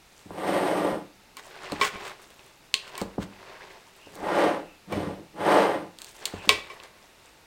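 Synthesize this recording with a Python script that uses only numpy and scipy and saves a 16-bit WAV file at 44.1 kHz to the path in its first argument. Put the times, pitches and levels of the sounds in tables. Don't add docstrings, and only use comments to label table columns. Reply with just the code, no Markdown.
import sys
import numpy as np
from scipy import signal
from scipy.fft import rfft, irfft, next_fast_len
from scipy.io import wavfile
from scipy.ndimage import map_coordinates

SR = 44100
rng = np.random.default_rng(int(sys.argv[2]) if len(sys.argv) > 2 else 0)


def put_to_file(sound):
    columns = np.atleast_2d(sound).T
    safe = np.clip(columns, -1, 1)
    whole_steps = np.round(safe * 32767)
    wavfile.write(sys.argv[1], SR, whole_steps.astype(np.int16))


N = 328986


def amp(db):
    return 10 ** (np.asarray(db) / 20)


def unit(x):
    return x / np.sqrt(np.mean(x ** 2) + 1e-20)


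def along(points, hz):
    freqs, values = np.transpose(points)
    return np.interp(np.log(hz + 1), np.log(freqs + 1), values)


def wobble(rate):
    return map_coordinates(rng.standard_normal(int(N * rate / SR) + 4), [np.arange(N) * rate / SR])


def filtered(x, response):
    size = next_fast_len(len(x) + SR // 4)
    return irfft(rfft(x, size) * response(np.fft.rfftfreq(size, 1 / SR)), size)[:len(x)]


def causal(gain):
    cepstrum = irfft(np.log(np.maximum(gain, 1e-6)))
    half = len(cepstrum) // 2
    return np.exp(rfft(np.r_[cepstrum[0], 2 * cepstrum[1:half], cepstrum[half], np.zeros(half - 1)]))


def coloured(x, points):
    return unit(filtered(x, lambda hz: causal(amp(along(points, hz)))))


def lowpass(hz, edge_hz):
    return 1 / np.sqrt(1 + (hz / edge_hz) ** 6)


def grains(rate, spread_db):
    sizes = amp(spread_db * np.clip(rng.standard_normal(N), -3, 2.6)) * rng.choice([-1, 1], N)
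    return unit(sizes * (rng.random(N) < rate / SR))


def contact(life):
    age = np.arange(SR // 2) / SR / life
    spectrum = rfft(rng.standard_normal(len(age)) * age * np.exp(-age))
    power = np.abs(spectrum) ** 2
    return irfft(spectrum / np.sqrt(power + .1 * np.mean(power))) * (age < 20)


def sized(x, db, span):
    return amp(db) * x * np.sqrt(span * SR) / np.linalg.norm(x)


def add(track, start, x):
    i = round(start * SR)
    track[i:i + len(x)] += x[:N - i]


def room_tone(level_db=-56.5):
    # (frequency [Hz], level [dB])
    air = [(15, -25), (25, 0.5), (80, -7), (206, -6.5), (796, -9), (911, -5.5), (988, -14), (1330, -10),
           (1440, -12), (2760, -11), (3250, -16.5), (3520, -13), (16000, -28.5)]
    return amp(level_db) * coloured(rng.standard_normal(N), air)


def kitchen(x):
    # (frequency [Hz], t60 [s])
    decay_times = [(100, 0.43), (500, 0.33), (3000, 0.4), (8000, 0.3), (15000, 0.29)]
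    hz, t, noise = signal.stft(rng.standard_normal(SR // 2), SR, nperseg=256)
    tail = signal.istft(noise * amp(-60 * t / along(decay_times, hz)[:, None]), SR, nperseg=256)[1]
    return signal.fftconvolve(x, np.pad(tail / np.linalg.norm(tail), (SR // 200, 0)))[:N]


def table_top(hz):
    # (frequency [Hz], width [Hz], lift [dB])
    modes = [(93, 12, 6.5), (194, 13, 13.3), (296, 24, 5), (328, 20, -6), (428, 16, -4), (470, 25, -10),
             (564, 16, 0), (725, 20, -5), (842, 22, 1), (1012, 16, 0), (1174, 20, 7), (1395, 30, -4),
             (1586, 30, -2), (1877, 22, 4), (2085, 25, -2), (2995, 60, -4)]
    return 1 + sum(amp(db) * 1j * hz * width / (centre ** 2 - hz ** 2 + 1j * hz * width)
                   for centre, width, db in modes)


def inside_crock(x):
    # (delay [s], level [dB])
    echoes = [(.0011, -29), (.0019, -25), (.0034, -31), (.0056, -24.5), (.0087, -27.5), (0.013, -24)]
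    return filtered(x, lambda hz: 1 + sum(amp(db) * np.exp(-2j * np.pi * hz * lag) for lag, db in echoes))


def dragging(judder_hz=235, grind_hz=560, grit_hz=1550, growl_db=-4, dulling_db_per_s=8):
    pulls = [(0.247, .25, 0.4, 0.19, -30, -1, -14, -10.5, -19),
             (4.089, .33, 0.023, .26, -24.5, 1.5, -16.5, -13.5, -28.5),
             (4.865, 0.06, 0.11, 0.27, -36, -4.5, -5.5, -5.5, -19),
             (5.32, 0.19, 0.09, .335, -24, 3.03, -14, -15.5, -28)]
    # (frequency [Hz], level [dB])
    foot = [(50, -30.5), (100, -13), (160, -0.5), (240, -11), (310, 2.5), (550, 1.5), (880, -3.5),
            (1350, -13), (2000, -13.5), (3500, -18), (6500, -28), (16000, -54)]
    # (frequency [Hz], level [dB])
    clay = [(3000, -28.5), (7000, -19), (8200, 0), (8750, 2.5), (9600, -6), (11000, -8.5), (13500, -9),
            (16000, -21.5)]
    catching = amp(0.66 * wobble(90))
    body = filtered(coloured(grains(rate=4500, spread_db=1.5) * catching, foot), table_top)
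    band = lambda low, high: unit(filtered(body, lambda hz: lowpass(hz, high) * lowpass(low, hz + 1)))
    judder, growl = band(0, judder_hz), band(judder_hz, grind_hz)
    grind, grit = band(grind_hz, grit_hz), band(grit_hz, SR)
    sand = coloured(grains(rate=8200, spread_db=5.5) * catching, clay)
    out = np.zeros(N)
    for start, rise, hold, fall, db, bright_db, judder_db, grit_db, hiss_db in pulls:
        length = rise + hold + fall
        t = np.arange(round(length * SR)) / SR
        now = round(start * SR) + np.arange(len(t))
        speed = np.clip(np.minimum(t / rise, (length - t) / fall), 0, 1)
        tilt_db = bright_db - dulling_db_per_s * (t - length / 2)
        low = speed ** 0.98 * amp(judder_db) * judder[now]
        middle = speed ** 2.2 * (amp(growl_db - tilt_db) * growl[now] + amp(tilt_db) * grind[now])
        high = speed ** 2.22 * amp(grit_db + 1.3 * tilt_db) * grit[now]
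        hiss = speed ** 1.9 * amp(hiss_db + 1.23 * tilt_db) * sand[now]
        add(out, start, amp(db) * (low + middle + high + hiss))
    return out


def thuds(boom_hz=106, boom_lag_s=.005, sway_hz=50, sway_db=-26, sway_t60=0.62,
          rattle_db=-14, rattle_t60=0.34):
    # (time [s], knock [dB], centre of the knock [Hz], boom [dB])
    drops = [(0.257, -38, 235, -56), (0.305, -33, 450, -42), (0.922, -30, 200, -37),
             (1.7187, -26.5, 557, -41), (1.727, -26, 198, -55), (1.793, -35, 514, -45),
             (1.935, -39.5, 220, -58), (3.014, -22, 450, -36), (3.18, -22.5, 393, -26.5),
             (4.067, -42.5, 380, -60), (4.23, -29.5, 380, -60), (4.927, -30, 500, -32),
             (4.962, -25.5, 280, -28), (5.072, -24, 280, -52), (6.336, -28.5, 360, -35.5),
             (6.473, -29, 352, -56), (6.492, -25, 434, -38)]
    out, t = np.zeros(N), np.arange(SR // 2) / SR
    sway = np.sin(2 * np.pi * sway_hz * t) * amp(sway_db - 60 * t / sway_t60) * (1 - np.exp(-t / 0.0055))
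    for start, knock_db, knock_hz, boom_db in drops:
        for lag, db, centre in [(0, knock_db, knock_hz), (boom_lag_s, boom_db, boom_hz)]:
            push = sized(contact(life=.0026), 0, span=.006)
            rattle = rng.standard_normal(len(t)) * amp(rattle_db - 60 * t / rattle_t60)
            hump = lambda hz: (hz * centre) ** 2 / (hz ** 4 + centre ** 4) * lowpass(hz, 3 * centre)
            softness = lambda hz: causal(hump(hz) + amp(-15.5) * lowpass(hz, 180))
            thud = filtered(push + rattle, lambda hz: softness(hz) * table_top(hz))
            add(out, start + lag, sized(thud, db, span=0.0057))
        add(out, start, amp(knock_db) * sway)
    return out


def squeaks():
    # (start [s], length [s], pitch [Hz], level [dB])
    slips = [(3.979, 0.13, 2780, -53), (4.594, 0.21, 2640, -56), (6.348, 0.13, 2635, -46)]
    out = np.zeros(N)
    for start, length, hz, db in slips:
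        swell = np.hanning(round(length * SR)) ** .5
        pitch = hz * (1 + .06 * wobble(900)[:len(swell)])
        add(out, start, amp(db) * swell * np.sin(2 * np.pi * np.cumsum(pitch) / SR))
    return out


def droplets(rate, pitch_hz, octaves, cycles, spread_db, samples=300):
    starts = np.flatnonzero(rng.random(N) < rate / SR * amp(4 * wobble(25)))
    scatter = np.clip(rng.standard_normal((len(starts), 2)), -2.3, 2.3)
    hz = np.minimum(pitch_hz * 2 ** (octaves * scatter[:, :1]), SR / 3)
    turns = hz * np.arange(samples) / SR
    envelopes = amp(spread_db * scatter[:, 1:]) * np.exp(-turns / cycles)
    rings = envelopes * np.sin(2 * np.pi * turns * (1 + 0.016 * turns / cycles))
    positions = starts[:, None] + np.arange(samples)
    return unit(np.bincount(positions.ravel(), rings.ravel(), N)[:N])


def cabbage(rub_db=-2, snap_db=-6.5, fizz_db=-6, burst_db=-4, fade_db=21, roundness=1.33):
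    # (peak time [s], rise [s], fall [s], squelch [dB], crackle [dB])
    handfuls = [(0.28, .32, 0.13, -60, -57), (1.45, 0.09, .12, -54, -54), (1.69, 0.28, 0.33, -38.5, -55.5),
                (2.03, 0.44, 0.25, -40.5, -58), (2.42, 0.89, 0.4, -58.5, -59), (2.96, 0.24, .25, -44, -61),
                (3.5, 0.39, 0.66, -45.5, -74), (4.17, 0.86, .2, -54.5, -58), (6.04, 0.1, 0.98, -56.5, -50),
                (6.28, 0.2, 0.29, -42, -54), (6.45, 0.082, 0.25, -40, -51), (6.7, 0.24, 0.49, -48, -61),
                (7.25, 1, 0.98, -61, -64.5)]
    # (frequency [Hz], level [dB])
    shreds = [(71, -78), (120, -3), (256, -20), (388, 6.5), (474, 0), (1090, 0), (1280, -7.5), (1970, -4),
              (2160, -6.5), (4700, -13.5), (9000, -29), (11700, -71), (19800, -120)]
    # (frequency [Hz], level [dB])
    juice = [(1500, -20), (3000, 12), (5000, 2.5), (8300, 10), (10500, -7), (15500, -3.5)]
    clumps = unit(amp(2.2 * wobble(32)))
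    rub = coloured(grains(rate=2000, spread_db=3.5), shreds)
    snaps = droplets(rate=420, pitch_hz=1700, octaves=.65, cycles=2.2, spread_db=6)
    fizz = coloured(grains(rate=1500, spread_db=4), juice)
    bursts = droplets(rate=360, pitch_hz=7400, octaves=.55, cycles=1.8, spread_db=6.2)
    squelch = clumps * (amp(rub_db) * rub + amp(snap_db) * snaps)
    crackle = clumps * (amp(fizz_db) * fizz + amp(burst_db) * bursts)
    t = np.arange(N) / SR
    pressing, wetness = np.zeros(N), np.zeros(N)
    for peak, rise, fall, squelch_db, crackle_db in handfuls:
        swell = amp(-fade_db * np.maximum((peak - t) / rise, (t - peak) / fall) ** roundness)
        pressing = np.maximum(pressing, amp(squelch_db) * swell)
        wetness = np.maximum(wetness, amp(crackle_db) * swell)
    return pressing * squelch + wetness * crackle


def scuffs():
    # (start [s], length [s], level [dB])
    slides = [(1.361, 0.05, -44), (1.787, 0.11, -28.5), (2.018, 0.097, -39.5), (2.858, 0.047, -44.5),
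              (2.975, 0.071, -43), (3.192, 0.06, -41.5), (5.981, 0.06, -56), (6.256, 0.03, -46)]
    # (frequency [Hz], level [dB])
    scrape = [(300, -6), (1200, 11), (3500, 2.5), (5500, -4.5), (8000, -4.5), (11000, -16), (15500, -15)]
    stroke = np.zeros(N)
    for start, length, db in slides:
        progress = np.linspace(0, 1, round(length * SR))
        add(stroke, start, amp(db) * np.abs(np.sin(np.pi * progress ** 1.16)))
    chatter = grains(rate=1500, spread_db=4)
    return stroke * coloured(inside_crock(chatter), scrape)


def clacks(hollow_db=-5, hollow_t60=0.23, rattle_db=-9, rattle_t60=0.087):
    # (time [s], click [dB], tilt above 1 kHz [dB/octave], ring [dB])
    taps = [(1.369, -36.5, 7, -44), (1.7201, -30.5, 1, -65), (1.8130, -22, -6, -20.5),
            (1.957, -34, -27, -42), (2.393, -45, -14, -63), (2.7409, -11, -4, -41), (2.9534, -36, -4, -60),
            (2.9787, -30, 10, -40), (3.015, -31, 5, -59), (4.154, -42, 9, -70), (4.9240, -40, 10, -37),
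            (5.987, -37.5, 2, -71), (6.018, -33.5, 5.5, -73), (6.045, -37, 5, -67), (6.2548, -21, 3, -61),
            (6.2569, -22, 3, -44), (6.491, -18, 0.5, -27.5), (6.4923, -5.5, -4, -17.5),
            (6.701, -58, -11, -41.5), (6.8002, -39.5, -15, -62), (6.8355, -42.5, 3, -61)]
    # (frequency [Hz], level [dB])
    click_colour = [(200, -24.5), (1000, -32), (2000, -13), (2650, 2.5), (3100, 0.5), (3700, 2),
                    (4400, 4.5), (5200, -8.5), (6300, -6.5), (8400, -4.5), (10500, -18), (16000, -20)]
    # (frequency [Hz], level [dB], t60 [s])
    wall_modes = [(419.6, -8.5, 0.26), (467, -14.5, 0.21), (1080, 5, 0.1), (1556, -16, 0.22),
                  (1922, -18, 0.21), (1957, -7.5, 0.22), (2000, -13, 0.06), (2250, -13.5, 0.13),
                  (2300, 4, 0.068), (2350, -28, 0.42), (2690, -28, .17), (3030, -7.5, 0.13),
                  (3400, -12, 0.13), (3680, -24, .17), (3320, -26, .15), (3850, -29, .15),
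                  (4060, -27, 0.14), (5310, -14, 0.12)]
    # (frequency [Hz], level [dB])
    cavity = [(80, -20), (350, 4.5), (900, 0.5), (1150, 6.5), (1500, -11.5), (2200, 7), (4000, -6),
              (4800, -6.5), (8000, -12), (15000, -29.5)]
    out, t = np.zeros(N), np.arange(SR // 2) / SR
    attack = 1 - np.exp(-t / 0.00018)
    octaves = lambda hz: np.log2(np.maximum(hz, 1000) / 3500)
    for start, db, tilt_db, ring_db in taps:
        hardness = lambda hz: causal(amp(along(click_colour, hz) + tilt_db * octaves(hz)))
        rattle = rng.standard_normal(len(t)) * amp(-60 * t / rattle_t60)
        blow = inside_crock(contact(life=.00036))
        force = unit(blow) + amp(rattle_db) * unit(rattle)
        click = sized(filtered(force, hardness), db, span=0.0021)
        wall = np.zeros(len(t))
        for hz, level, t60 in wall_modes:
            decay = amp(level + rng.normal(0, 0.42) - 60 * t / t60)
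            wall += decay * np.sin(2 * np.pi * (hz * t + rng.random()))
        hollow = coloured(rng.standard_normal(len(t)), cavity) * amp(hollow_db - 60 * t / hollow_t60)
        add(out, start, click + amp(ring_db) * (wall + hollow) * attack)
    return out


def scene():
    inside = inside_crock(cabbage()) + clacks() + scuffs() + squeaks()
    under = dragging() + thuds()
    air = room_tone()
    return inside + under + kitchen(amp(-12.5) * inside + amp(-7.5) * under) + air


def record(dry, top_hz=16100):
    return filtered(np.clip(dry, -1, 1), lambda hz: hz < top_hz)


dry = scene()
out = record(dry)
put_to_file(out)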